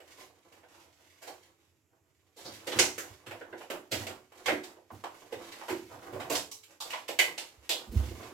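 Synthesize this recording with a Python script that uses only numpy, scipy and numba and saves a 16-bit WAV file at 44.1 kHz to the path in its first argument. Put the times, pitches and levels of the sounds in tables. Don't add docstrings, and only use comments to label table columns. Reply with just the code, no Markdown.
import sys
import numpy as np
from scipy import signal
from scipy.fft import rfft, irfft
from scipy.io import wavfile
from numba import njit

SR = 44100
rng = np.random.default_rng(int(sys.argv[2]) if len(sys.argv) > 2 else 0)


def put_to_file(sound):
    columns = np.atleast_2d(sound).T
    safe = np.clip(columns, -1, 1)
    whole_steps = np.round(safe * 32767)
    wavfile.write(sys.argv[1], SR, whole_steps.astype(np.int16))


N = 367353
T = np.arange(N) / SR


# frequency in Hz, gain in dB.
CRACKLE_SPECTRUM = [(1500, -19.5), (3500, 16.5), (5500, 13.5), (7400, 16), (8700, 8), (12500, 12.5),
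                    (16000, -1)]
OPEN_GLOVE_HZ = 295

def flick(ms, pocket_hz, pocket_db, sheet_hz, sheet_db, sheet_width, crackle_db, size=8192):
    t = np.arange(size) / SR
    length = max(ms, 1) / 1000
    swell = 1 - np.exp(-t / (.05 * length))
    sudden = np.exp(-length / .0055)
    burst = (1 - sudden) * unit(slips(size, per_s=7000, spread_db=3.5) * swell * np.exp(-t / length))
    burst[0] += np.sqrt(sudden ** 2 + .02)
    flutter = unit(rng.standard_normal(size) * swell * np.exp(-t / (length + 0.015)))
    flap = burst + .5 * (1 - sudden) * flutter
    glide = np.maximum(pocket_hz * (0.53 + 0.55 * np.exp(-t / (length + 0.02))), OPEN_GLOVE_HZ)
    pocket = sweep(sweep(flap, glide, 0.73), glide, 0.98)
    sheet = ring(burst, sheet_hz, sheet_hz * np.clip(sheet_width, .05, 2))
    sheet = ring(sheet, sheet_hz, 2.84 * sheet_hz)
    crackle = colour(burst, CRACKLE_SPECTRUM)
    return blow(pocket, pocket_db) + blow(sheet, sheet_db) + blow(crackle, crackle_db)


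# start in seconds, length in ms, sheet pitch
# in Hz, sheet level in dB, sheet width over pitch, pocket level in dB, crackle level in dB.
TAUT_SNAPS = [(0.525, 2.2, 2410, -61, 0.8, -66, -65.5), (1.218, 22, 1930, -49, 2.5, -54, -53.5),
              (1.272, 8, 2040, -47, 3, -46, -52.5), (2.363, 39, 3380, -54.5, 1, -57, -55.5),
              (2.450, 13, 4620, -47.5, 0.17, -50, -68), (2.669, 10, 2500, -37.5, 1.04, -38, -44.5),
              (2.718, 5.7, 2810, -38.5, 0.46, -49.5, -57), (2.789, 2.1, 2350, -22, 2.3, -42, -37),
              (2.792, 4, 6100, -25, 0.21, -35, -54), (2.98, .8, 1580, -40.5, 0.62, -46.5, -41),
              (2.985, 8.7, 6660, -48, 0.13, -61.5, -57), (3.914, 17, 2700, -31.5, 1.04, -37, -37.5),
              (4.068, 2.1, 2350, -40, 0.95, -43.5, -47), (4.459, 6, 2330, -31, 0.98, -35, -41.5),
              (4.635, 6, 3070, -48.5, 0.92, -55, -53), (5.52, 2.7, 2600, -48.5, 0.86, -66, -57),
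              (6.299, 5.5, 2580, -35, .8, -33.5, -36), (6.319, 10, 3240, -41, .5, -44, -37.5),
              (6.352, 3.6, 3330, -31.5, 1.5, -42, -59), (6.515, 3, 4840, -46.5, 1.4, -61, -54.5),
              (6.633, 5.6, 3100, -57, .45, -91, -58.5), (6.803, 9, 4000, -41, 0.51, -45.5, -44.5),
              (6.904, 2.9, 2680, -40.5, 0.47, -55, -47.5), (6.93, 6.6, 1960, -38.5, 0.44, -38.5, -60),
              (7.080, 11, 2580, -38, 0.81, -48, -44), (7.189, 4.1, 2800, -23.5, 0.47, -35, -29),
              (7.192, 2.3, 2110, -27, 0.21, -55, -40), (7.379, 2.9, 2690, -37.5, 1.65, -48, -50),
              (7.693, 1.9, 3320, -30.5, 0.51, -42.5, -35.5), (7.703, 16, 3480, -32.5, .25, -41.5, -50)]
# time in seconds, nominal pitch in Hz.
POCKET_PITCH = [(0.5, 840), (2.7, 505), (4.0, 564), (4.45, 865), (6.3, 498), (6.55, 1100), (6.8, 1046),
                (7.7, 600)]
# start in seconds, length in ms, nominal pocket
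# pitch in Hz, pocket level in dB, sheet level in dB, sheet width over pitch.
SLACK_FLAPS = [(0.003, 1.9, 545, -56, -57, 3.2), (0.632, 6, 616, -60.5, -64, .2),
               (2.757, 12, 360, -42.5, -43, 0.91), (3.264, 6.1, 543, -55.5, -46, 1.9),
               (3.31, 0.96, 620, -45, -44.5, 1.2), (3.411, 2.5, 504, -47, -48.5, 0.15),
               (3.526, 5.8, 476, -45, -48, 0.14), (3.608, 6, 690, -48.5, -51.5, 0.49),
               (3.701, 5.8, 583, -39.5, -38, 3.3), (4.32, 1.3, 760, -62, -59.5, 3.7),
               (4.482, 1.9, 558, -30, -29.5, 0.46), (4.51, 14.5, 375, -36, -44, 0.1),
               (4.768, 3.4, 540, -57.5, -73.5, 1.1), (4.904, 1, 784, -50.5, -83, .5),
               (5.039, 1.6, 780, -40.5, -46, 2.4), (5.323, 5.7, 506, -39, -44.5, 1.8),
               (5.613, 1.1, 800, -45.5, -60, 0.3), (5.683, 4.9, 695, -38.5, -41.5, 3),
               (5.696, 12, 416, -36, -38.5, 2.4), (6.125, 22, 577, -40.5, -51, 3),
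               (6.197, 20, 716, -46, -42, 2.1), (7.091, 1.6, 546, -39, -47, 1.8),
               (8.11, 3, 405, -51, -64, 3), (8.23, 3, 600, -59, -51, 2.1)]
SLACK_SHEET_HZ, SLACK_CRACKLE_DB, CRUMPLE_DB_PER_DOUBLING = 1530, -12, 3

def snaps_and_flaps():
    for start, ms, sheet_hz, sheet_db, width, pocket_db, crackle_db in TAUT_SNAPS:
        pocket_hz = np.interp(start, *np.transpose(POCKET_PITCH))
        yield start, (ms, pocket_hz, pocket_db, sheet_hz, sheet_db, width, crackle_db)
    for start, ms, pocket_hz, pocket_db, sheet_db, width in SLACK_FLAPS:
        crackle_db = sheet_db + SLACK_CRACKLE_DB + CRUMPLE_DB_PER_DOUBLING * np.log2(max(width, .05))
        yield start, (ms, pocket_hz, pocket_db, SLACK_SHEET_HZ, sheet_db, width, crackle_db)


# start in seconds, length in seconds, sheet pitch at
# mid-pull in Hz, dull rub level in dB, hiss level in dB.
HAND_PULLS = [(0.041, 0.18, 2100, -59.5, -56), (0.44, 0.14, 1650, -64, -71),
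              (0.656, 0.16, 2570, -64, -62.5), (0.903, 0.52, 2335, -71, -65.5),
              (1.279, 0.07, 2400, -63, -72), (1.45, 0.24, 2550, -84, -81), (1.912, 0.033, 1760, -73.5, -87),
              (2.371, 0.18, 3500, -54.5, -56), (2.693, 0.13, 2500, -38, -46.5),
              (2.874, .25, 1900, -58, -57), (3.31, 0.039, 1600, -56.5, -69), (3.44, .05, 1590, -58, -75.5),
              (3.555, 0.053, 1600, -59, -57), (3.69, 0.071, 1800, -47.5, -61.5),
              (3.935, 0.08, 1700, -46.5, -48.5), (4.073, 0.053, 1700, -48.5, -61),
              (4.332, 0.23, 1700, -60, -58), (4.461, 0.046, 2000, -40, -51.5), (4.61, .1, 1700, -54, -65),
              (4.934, 0.055, 1710, -57.5, -60), (5.095, 0.16, 1700, -56.5, -60.5),
              (5.375, 0.16, 2450, -51, -55), (5.681, 0.052, 2000, -47, -54.5),
              (5.881, 0.34, 1700, -51, -65), (6.126, .12, 1700, -45, -61), (6.299, 0.035, 3400, -38, -43.5),
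              (6.669, 0.046, 1600, -66.5, -60), (6.834, 0.15, 3000, -53.5, -53),
              (7.232, 0.031, 2200, -42, -51.5), (7.38, 0.068, 2600, -60.5, -54),
              (7.724, 0.07, 3400, -48.5, -61), (7.925, 0.16, 2600, -53.5, -53),
              (8.129, 0.14, 2200, -54.5, -58)]
# time in seconds, level in dB.
FAINT_RUSTLE = [(0, -69), (1.45, -73.5), (1.8, -86), (2.33, -77), (2.6, -59), (3.8, -70.5), (4.85, -74.5),
                (5.6, -55), (6.75, -77.5), (7.55, -66), (8.33, -56)]
PULL_ATTACK_S, PULL_RELEASE_S, PULL_RISE_OCTAVES = 0.019, 0.031, 0.44

def pulls():
    dull_power = hiss_power = undb(np.interp(T, *np.transpose(FAINT_RUSTLE))) ** 2
    weighted_hz = hiss_power * 2300
    for start, length, hz, dull_db, hiss_db in HAND_PULLS:
        age = T - start
        speed = np.clip(age / PULL_ATTACK_S, 0, 1) * np.exp(-np.clip(age - length, 0, 1) / PULL_RELEASE_S)
        stretch = np.clip(age / length, 0, 1) - .5
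        power = (speed * undb(hiss_db)) ** 2
        dull_power = dull_power + (speed * undb(dull_db)) ** 2
        hiss_power = hiss_power + power
        weighted_hz = weighted_hz + power * hz * 2 ** (PULL_RISE_OCTAVES * stretch)
    return dull_power, hiss_power, weighted_hz / hiss_power


# frequency in Hz, relative gain in dB.
DULL_SPECTRUM = [(70, -14), (170, -8), (320, 0.5), (600, 3), (1100, -0.5), (1700, -6), (4000, -34.5),
                 (9000, -31)]
HISS_SPECTRUM = [(700, -23.5), (2000, 1.5), (4000, -3.5), (7400, -4.5), (8800, -11), (12500, -7),
                 (16000, -23)]

def rubbing():
    dull_power, hiss_power, taut_hz = pulls()
    dull = steady(colour(slips(N, per_s=450, spread_db=9.5), DULL_SPECTRUM))
    grains = slips(N, per_s=450, spread_db=6.0)
    sheet = steady(sweep(grains, taut_hz, 0.81))
    hiss = steady(steady(colour(grains, HISS_SPECTRUM)) + .5 * sheet)
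    grip_db = 1.6 * wander(per_s=28)
    return (dull * np.sqrt(dull_power) + hiss * np.sqrt(hiss_power)) * undb(grip_db)


def gloves(count=6, span=2):
    places = np.zeros((count, N))
    for k, (start, settings) in enumerate(snaps_and_flaps()):
        for patch in range(span):
            add(places[(k + patch) % count], start, flick(*settings) / np.sqrt(span))
    drift = np.cos(2 * np.pi * (T - np.arange(count)[:, None] / count)).clip(0) ** 2
    return places + rubbing() * drift / np.sqrt(np.sum(drift ** 2, axis=0))


# pitch in Hz, seconds to fall 60 dB, relative level in dB.
CUFF_PARTIALS = [(1890, .35, -8.5), (1980, 0.43, -2.5), (2010, 0.25, -0.5), (2080, .33, -0.5),
                 (2132, .3, -1.5), (2240, .3, -2), (2500, .27, -1)]
# start in seconds, level in dB.
CUFF_RINGS = [(2.795, -36), (4.483, -33.5), (7.192, -28)]

def cuff(size=24000):
    out, t = np.zeros(N), np.arange(size) / SR
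    for start, db in CUFF_RINGS:
        partials = sum(undb(gain_db) * sine(hz, t) * decay(t, t60) for hz, t60, gain_db in CUFF_PARTIALS)
        add(out, start, blow(partials, db))
    return out


# start in seconds, pitch of the push in Hz,
# thud level in dB, scuff decay time in seconds, scuff level in dB.
KNEE_THUDS = [(2.456, 104, -72, 0.098, -54), (2.77, 96, -65, 0.076, -43), (3.102, 97, -57, 0.083, -63),
              (3.279, 129, -75, 0.077, -52.5), (3.927, 112, -70, 0.076, -40),
              (4.48, 110, -73, 0.039, -54.5), (4.928, 116, -60, 0.048, -51), (5.349, 124, -70, 0.043, -57),
              (5.713, 114, -58, 0.45, -51), (6.138, 116.7, -73, 0.1, -45.5), (6.309, 125, -72, 0.056, -51),
              (7.574, 73, -61, 0.04, -77), (7.885, 49.3, -44.5, 0.04, -53.5), (7.934, 209, -45, .03, -45.5),
              (7.956, 73, -23.5, 0.2, -38.5), (8.102, 82, -45.5, 0.11, -63)]
# resonance in Hz, width in Hz, relative gain in dB.
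BOARD_MODES = [(70, 8.4, -2), (94, 8, -10.5), (100.6, 19, -6), (205.5, 10, 4), (267, 130, -23.5)]
# frequency in Hz, relative gain in dB.
SCUFF_SPECTRUM = [(25, -43), (50, -26.5), (80, -3), (115, 3), (165, -16.5), (210, -5), (350, -7),
                  (900, -36)]

def floorboards(size=24000):
    out, t = np.zeros(N), np.arange(size) / SR
    for start, hz, db, scuff_s, scuff_db in KNEE_THUDS:
        cycles = t * hz
        push = np.sin(2 * np.pi * cycles) * cycles * np.exp(-cycles / 0.44)
        boards = sum(undb(gain_db) * ring(push, f, width) for f, width, gain_db in BOARD_MODES)
        add(out, start, blow(ring(boards, hz, hz), db))
        drag = rng.standard_normal(size) * (1 - np.exp(-t / 0.013)) * np.exp(-t / scuff_s)
        add(out, start - .02, blow(colour(drag, SCUFF_SPECTRUM), scuff_db))
    return out


# frequency in Hz, seconds to fall 60 dB.
WALL_REVERB = [(100, 0.41), (350, 0.25), (900, 0.29), (2200, 0.25), (6000, 0.28), (16000, 0.3)]
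# pitch in Hz, width in Hz, relative level in dB.
STANDING_WAVES = [(264, 2.8, -37), (296.4, 5.6, -18.5), (338.5, 5.7, -20), (370.4, 5.4, -19.5),
                  (438, 2.6, -34.5), (622, 12, -47)]

def bathroom(direct_db, late_db, late_t60, mode_db, size=32768):
    t, hz = np.arange(size) / SR, np.fft.rfftfreq(size, 1 / SR)
    density = np.minimum(0.036 + (t / .035) ** 2, 1)
    echoes = rng.standard_normal((3, size)) * (rng.random((3, size)) < density)
    shared, *own = rfft(echoes / np.sqrt(density) * (t > .001))
    alike = 1 / (1 + (hz / 750) ** 2)
    field = np.sqrt(alike) * shared + np.sqrt(1 - alike) * np.array(own)
    centres = np.transpose(WALL_REVERB)[0]
    tail, late = 0, undb(late_db) * decay(t, late_t60)
    for (_, t60), weights in zip(WALL_REVERB, np.eye(len(centres))):
        band = irfft(field * read(np.c_[centres, weights], hz), size)
        tail = tail + band * (decay(t, t60) + late)
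    waves = sum(undb(db) * unit(sine(f, t) * np.exp(-np.pi * width * t))
                for f, width, db in STANDING_WAVES)
    paths = np.array([unit(side) for side in tail]) + undb(mode_db) * waves
    paths[:, 0] += undb(direct_db)
    return np.array([unit(path) for path in paths])


# frequency in Hz, relative gain in dB.
AIR_SPECTRUM = [(15, -31), (25, -56), (84, 14), (217, -7.5), (301, 5), (887, -17.5), (1040, -20),
                (2480, -13.5), (4030, -25), (7510, -12), (8590, -25), (12200, -16.5), (16000, -31)]

def still_air(db):
    common = rng.standard_normal(N)
    sides = [common + .5 * rng.standard_normal(N) for _ in range(2)]
    return np.array([steady(colour(side, AIR_SPECTRUM, size=8192)) for side in sides]) * undb(db)


def slips(n, per_s, spread_db):
    clicks = (rng.random(n) < per_s / SR) * rng.choice([-1, 1], n)
    return clicks * undb(spread_db * np.minimum(rng.exponential(size=n), 3))


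def wander(per_s):
    knots = rng.standard_normal(1000)
    return 1.2 * np.interp(T * per_s, np.arange(len(knots)), knots)


def sine(hz, t):
    return np.sin(2 * np.pi * (hz * t + rng.random()))


def decay(t, t60):
    return np.exp(-np.log(1000) * t / t60)


def ring(x, hz, width):
    return signal.lfilter(*signal.iirpeak(hz, hz / width, fs=SR), x)


@njit
def sweep(x, hz, k):
    y, band_state, low_state = np.empty(len(x)), 0., 0.
    for i in range(len(x)):
        g = np.tan(np.pi * hz[i] / SR)
        band = (band_state + g * (x[i] + 1e-18 - low_state)) / (1 + g * (g + k))
        band_state = 2 * band - band_state
        low_state += 2 * g * band
        y[i] = k * band
    return y


def colour(x, points, size=2048):
    cepstrum = irfft(np.log(undb(read(points, np.fft.rfftfreq(size, 1 / SR)))))
    cepstrum[1:size // 2] *= 2
    cepstrum[size // 2 + 1:] = 0
    return signal.fftconvolve(x, irfft(np.exp(rfft(cepstrum))))[:len(x)]


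def read(points, hz):
    f, value = np.transpose(points)
    return np.interp(np.log(np.maximum(hz, 1)), np.log(f), value)


def undb(db):
    return 10 ** (np.asarray(db) / 20)


def unit(x):
    return x / np.sqrt(np.sum(x ** 2) + 1e-18)


def steady(x):
    return x / np.sqrt(np.mean(x ** 2))


def blow(x, db):
    return unit(x) * undb(db) * np.sqrt(SR / 20)


def add(track, start, x):
    i = int(np.clip(start * SR, 0, N - 1))
    track[i:i + len(x)] += x[:N - i]


# frequency in Hz, left minus right in dB.
RIGHTWARD_LEAN = [(100, -5.5), (300, -4), (600, -5.5), (1200, -3), (2200, -3), (4200, -5), (7300, -5),
                  (9500, -1), (14000, 0)]

def scene():
    heard = floorboards() + np.array([cuff(), cuff()])
    for place in gloves():
        paths = bathroom(direct_db=-16.5, late_db=-42.5, late_t60=1.0, mode_db=-6.0)
        heard += signal.oaconvolve(place[None], paths, axes=1)[:, :N]
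    heard += still_air(db=-74.5)
    return np.array([colour(side, [(hz, sign * db / 2) for hz, db in RIGHTWARD_LEAN])
                     for side, sign in zip(heard, (1, -1))])


def record(dry):
    return signal.sosfilt(signal.ellip(10, .2, 80, 16000, fs=SR, output="sos"), dry)


dry = scene()
out = record(dry)
put_to_file(out)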